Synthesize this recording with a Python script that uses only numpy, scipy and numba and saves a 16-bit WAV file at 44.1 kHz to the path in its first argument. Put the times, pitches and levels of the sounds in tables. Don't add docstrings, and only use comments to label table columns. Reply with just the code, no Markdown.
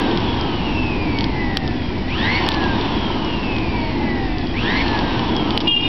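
import sys
import numpy as np
from scipy import signal
from scipy.fft import rfft, irfft
from scipy.io import wavfile
from scipy.ndimage import uniform_filter1d
from numba import njit

SR = 44100
rng = np.random.default_rng(int(sys.argv[2]) if len(sys.argv) > 2 else 0)


def store_wav(level_fs):
    pcm = np.round(np.clip(np.atleast_2d(level_fs), -1, 1) * 32767)
    wavfile.write(sys.argv[1], SR, pcm.T.astype(np.int16))


def nominal_scale(level):
    x = np.asarray(level, float) / 20
    return 10 ** x


N = 259298
T = np.arange(N) / SR

# (pressed [s], released [s])
TRIGGER = [
    (2.0605, 2.39),
    (4.5288, 4.8157),
]


def colour(x, points):
    hz, db = np.transpose(points)
    f = np.maximum(np.fft.rfftfreq(N, 1 / SR), 1)
    return irfft(rfft(x) * nominal_scale(np.interp(np.log(f), np.log(hz), db)), N)


def unit(x):
    return x / np.sqrt(np.mean(x ** 2))


def walk(rate):
    k = int(SR / rate)
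    held = np.repeat(rng.standard_normal(N // k + 1), k)
    return 1.3 * uniform_filter1d(uniform_filter1d(held, k), k)[:N]


def split(x, hz):
    low = signal.sosfiltfilt(signal.butter(2, hz, fs=SR, output="sos"), x)
    return low, x - low


def resonate(x, modes):
    f = np.fft.rfftfreq(N, 1 / SR)
    power = sum(nominal_scale(db) ** 2 / (1 + (2 * (f - hz) / width) ** 4) for hz, width, db in modes)
    return irfft(rfft(x) * np.sqrt(power), N)


def swell_shape(s, half_length):
    return np.exp(-((T - s) / half_length) ** 4)


def yard():
    # (frequency [Hz], density [dB per Hz])
    night_spectrum = [(15, -30), (25, -1.5), (108, -3), (210, -9), (247, -4), (427, -20.5), (792, -24.5),
                      (1250, -30.5), (1890, -25.5), (4950, -34), (5940, -40), (7720, -68), (13100, -120)]
    low, high = split(colour(rng.standard_normal(N), night_spectrum), 180)
    rumble = unit(low * nominal_scale(0.65 * walk(6)) + high) * nominal_scale(-23)
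    insect_db = -58 + 3 * walk(2.5)
    return rumble + np.sqrt(2) * nominal_scale(insect_db) * np.sin(2 * np.pi * 4829 * T)


def drone():
    # (time [s], half length [s], pitch [Hz], level [dB])
    notes_heard = [
        (3.86, 0.087, 639, -35.5),
        (4.06, .045, 615, -39.5),
    ]
    out = 0
    for s, half_length, hz, db in notes_heard:
        level = nominal_scale(db + 1.5 * walk(30)) * swell_shape(s, half_length)
        out = out + level * np.sin(2 * np.pi * hz * T)
    return np.sqrt(2) * out


def horn():
    # (time [s], pitch [Hz])
    glide = [
        (5.65, 407),
        (5.76, 400.5),
        (5.84, 407),
        (5.88, 406),
    ]
    partials = (7, 8, 6, 9, 4, 5, 10, 11, 12, 14)
    # (time [s], half length [s], 7th partial level [dB], 8th over 7th [dB])
    swells = [(5.689, 0.015, -14, -9), (5.723, 0.017, -17, -1.5), (5.748, 0.0093, -15.5, -17),
              (5.772, 0.01, -14.5, -13), (5.799, .017, -24, -5), (5.834, 0.011, -23.5, -10),
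              (5.858, 0.0081, -21.5, -17), (5.876, .009, -32, -5.5)]
    weak_levels = [-32.5, -33, -47, -48, -48, -54, -56, -58]
    glide_s, glide_hz = np.transpose(glide)
    pitch = np.interp(T, glide_s, glide_hz)
    turns = np.cumsum(pitch * (1 + .002 * walk(40))) / SR
    seventh = sum(nominal_scale(db) * swell_shape(s, half) for s, half, db, _ in swells)
    eighth = sum(nominal_scale(db + rel_db) * swell_shape(s, half) for s, half, db, rel_db in swells)
    onset = np.clip((T - 5.665) / 0.01, 0, 1)
    weak = [nominal_scale(db - 8.0 * np.abs(walk(45))) * onset for db in weak_levels]
    out = 0
    for k, level in zip(partials, [seventh, eighth] + weak):
        out = out + level * np.sin(2 * np.pi * (k * turns + rng.random()))
    return nominal_scale(6.5) * np.sqrt(2) * out


def coals():
    # (time [s], peak level [dB], high mode over low mode [dB])
    pops = [(.1111, -19.5, -9), (0.1734, -12, -5.5), (0.2023, -20, -6), (0.4103, -17.5, 9),
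            (1.1863, -12.5, -7), (1.2074, -13.5, -6), (1.241, -13, -1), (1.5702, -4.8, -2),
            (1.6763, -18, -0.5), (2.4637, -16.5, -4.5), (2.4875, -5.5, -11), (2.5173, -11.5, -9),
            (2.5395, -16, 0), (2.5444, -14, 2), (2.6386, -17, -5), (2.811, -17.5, -1), (3.2464, -20, -2),
            (3.5637, -18, -9), (3.5835, -21, 0.5), (4.3828, -20, 7), (4.4697, -23, 5), (4.7739, -19, 0),
            (4.8802, -16, -5), (4.989, -16.5, 1), (5.193, -14.5, -8), (5.3646, -16, 5), (5.5056, -12.5, -5),
            (5.5752, -3.5, -4.5), (5.6779, -10, -19), (5.8114, -20, 0)]
    # (time [s], length [s], peak level [dB])
    sprays = [
        (2.505, .045, -21),
        (5.603, .017, -14),
    ]
    pop_t60, tick_t60 = .0065, .005
    events = [(*pop, pop_t60) for pop in pops]
    for a, b, c in rng.random((150, 3)):
        events.append((5.87 * a, -36 - 2.6 * np.log(1 - b * .98), -2 + 12 * c, tick_t60))
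    for s, length, db in sprays:
        for a, b, c in rng.random((16, 3)):
            events.append((s + length * a ** 1.5, db - 6 * b - 5 * a, -6 + 10 * c, tick_t60))
    t = np.arange(1024) / SR
    out = np.zeros(N + 2 * len(t))
    for s, db, high_db, t60 in events:
        low_hz, high_hz = np.array([3200, 4850]) * (1 + .04 * rng.standard_normal(2))
        low = np.sin(2 * np.pi * low_hz * t)
        high = np.sin(2 * np.pi * high_hz * t)
        ring = (low - nominal_scale(high_db - 1.5) * high) * nominal_scale(-60 * t / t60)
        ring = ring / np.abs(ring).max()
        grit = 0.25 * rng.standard_normal(len(t)) * nominal_scale(-60 * t / (4.6 * t60))
        start = int((s + .0011) * SR)
        out[start:start + len(t)] += nominal_scale(1.2 * db + 7) * (ring + grit)
    return out[:N]


def shaft():
    start_hz, step_s = 163.76, .002
    stall_pull, knee_hz, knee_power = 893.95, 143.26, 2.886
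    rub, fan_drag, slip_hz = 26.38, .00287, 18.59
    t = np.arange(0, T[-1] + step_s, step_s)
    held = 0
    for on, off in TRIGGER:
        held = held + np.clip((t - on) / step_s, 0, 1) * np.clip((off - t) / step_s, 0, 1)
    hz = [start_hz]
    for press in held[:-1]:
        pull = press * stall_pull / (1 + (hz[-1] / knee_hz) ** knee_power)
        drag = rub + fan_drag * (hz[-1] - slip_hz) ** 2
        hz.append(hz[-1] + step_s * (pull - drag))
    return np.interp(T, t, hz)


def motor_current():
    rise_s = .02
    keep = np.exp(-1 / (rise_s * SR))
    held = sum(1. * ((T > on) & (T < off)) for on, off in TRIGGER)
    return signal.lfilter([1 - keep], [1, -keep], held)


def air():
    # (frequency [Hz], density [dB per Hz])
    air_spectrum = [(110, -39), (190, -3), (338, 1), (374, -5.5), (544, -13), (576, -14.5), (954, -4.5),
                    (1310, -20), (1700, -17.5), (1850, -23.5), (2470, -18.5), (3020, -14.5), (5140, -31),
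                    (5940, -28.5), (7720, -72), (13100, -120)]
    hose_lag_s = 0.047
    intake_db = 20 * np.log10(shaft() / 152.5)
    hose_db = np.interp(T - hose_lag_s, T, intake_db)
    low, hiss = split(colour(rng.standard_normal(N), air_spectrum), 1400)
    roar, rush = split(low, 680)
    roar_db = -22.5 + 0.72 * hose_db + 0.87 * walk(13) + .8 * walk(4)
    rush_db = -30.5 + 1.72 * hose_db + 0.63 * walk(6.3)
    hiss_db = -31 + 1.9 * intake_db + 4 * motor_current() + 0.6 * walk(12)
    return unit(roar) * nominal_scale(roar_db) + unit(rush) * nominal_scale(rush_db) + unit(hiss) * nominal_scale(hiss_db)


def whine():
    fan_orders = (10, 20)
    brush_orders = (22, 23, 24, 25, 27, 28, 31, 35, 36, 47, 48, 49)
    core_orders = (11, 12, 13, 23, 24, 25)
    # (coasting [dB], driven [dB])
    fan_levels = [(-34, -33), (-48, -46)]
    brush_levels = [(-48, -48), (-45, -44), (-34.5, -35), (-43, -41), (-48, -47), (-49, -47), (-50, -48),
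                    (-51, -49), (-49, -47), (-48, -47), (-43, -43), (-48, -47)]
    core_levels = [(-46, -33), (-45, -28), (-56, -35), (-70, -43), (-70, -34), (-70, -41)]
    # (frequency [Hz], width [Hz], level [dB])
    fan_case = [(760, 80, -2), (880, 170, -1), (1280, 130, -5), (1670, 170, 4), (1900, 260, 0),
                (2250, 250, 1), (3000, 1200, -3)]
    motor_case = [(1790, 120, -9), (1970, 150, 3), (2280, 110, 2), (2420, 100, 1), (2620, 170, 4),
                  (2820, 120, -1), (2990, 100, -1), (3300, 220, 1), (3720, 250, -6), (4170, 250, -8),
                  (4470, 220, -3), (4780, 200, -7), (5350, 500, -11)]
    iron_core = [(1860, 240, 2), (2060, 120, 2), (2270, 220, 2), (2950, 900, -4), (3700, 700, -3),
                 (4400, 400, 0)]
    turns = np.cumsum(shaft() * (1 + .0015 * walk(60))) / SR
    current = motor_current()
    mains_buzz = 1 + .35 * current * np.sin(2 * np.pi * 100 * T)
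    parts = ((fan_orders, fan_levels, fan_case),
             (brush_orders, brush_levels, motor_case),
             (core_orders, core_levels, iron_core))
    out = 0
    for orders, levels, body in parts:
        lines = 0
        for k, (coast_db, driven_db) in zip(orders, levels):
            flutter_db = (2.4 + .3 * current) * walk(45)
            db = coast_db + (driven_db - coast_db) * current + flutter_db
            sparking = (.025 + .12 * current) * walk(200)
            lines = lines + nominal_scale(db) * np.sin(2 * np.pi * (k * turns + sparking + rng.random()))
        out = out + resonate(np.sqrt(2) * mains_buzz * lines, body)
    return nominal_scale(-0.3) * out


def scene():
    return (yard() + drone() + horn() + coals() + air() + whine())[None]


@njit
def gain_control(x, top, ratio, attack, release):
    y, e = np.empty(len(x)), top
    for i in range(len(x)):
        a = abs(x[i])
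        e += (a - e) * (attack if a > e else release)
        y[i] = x[i] * min(1., top / e) ** (1 - 1 / ratio)
    return y


def band_limit(x):
    return signal.sosfilt(signal.butter(12, 16000, fs=SR, output="sos"), x)


def record(dry):
    attack_s, release_s = .0007, .08
    x = gain_control(dry[0], .27, 8., 1 / (attack_s * SR), 1 / (release_s * SR))
    x = signal.sosfiltfilt(signal.cheby1(7, .3, 5500, fs=SR, output="sos"), x)
    offset, ceiling = -.032, .715
    x = np.clip(x + offset, -ceiling, ceiling)
    return band_limit(x[None])


dry = scene()
out = record(dry)
store_wav(out)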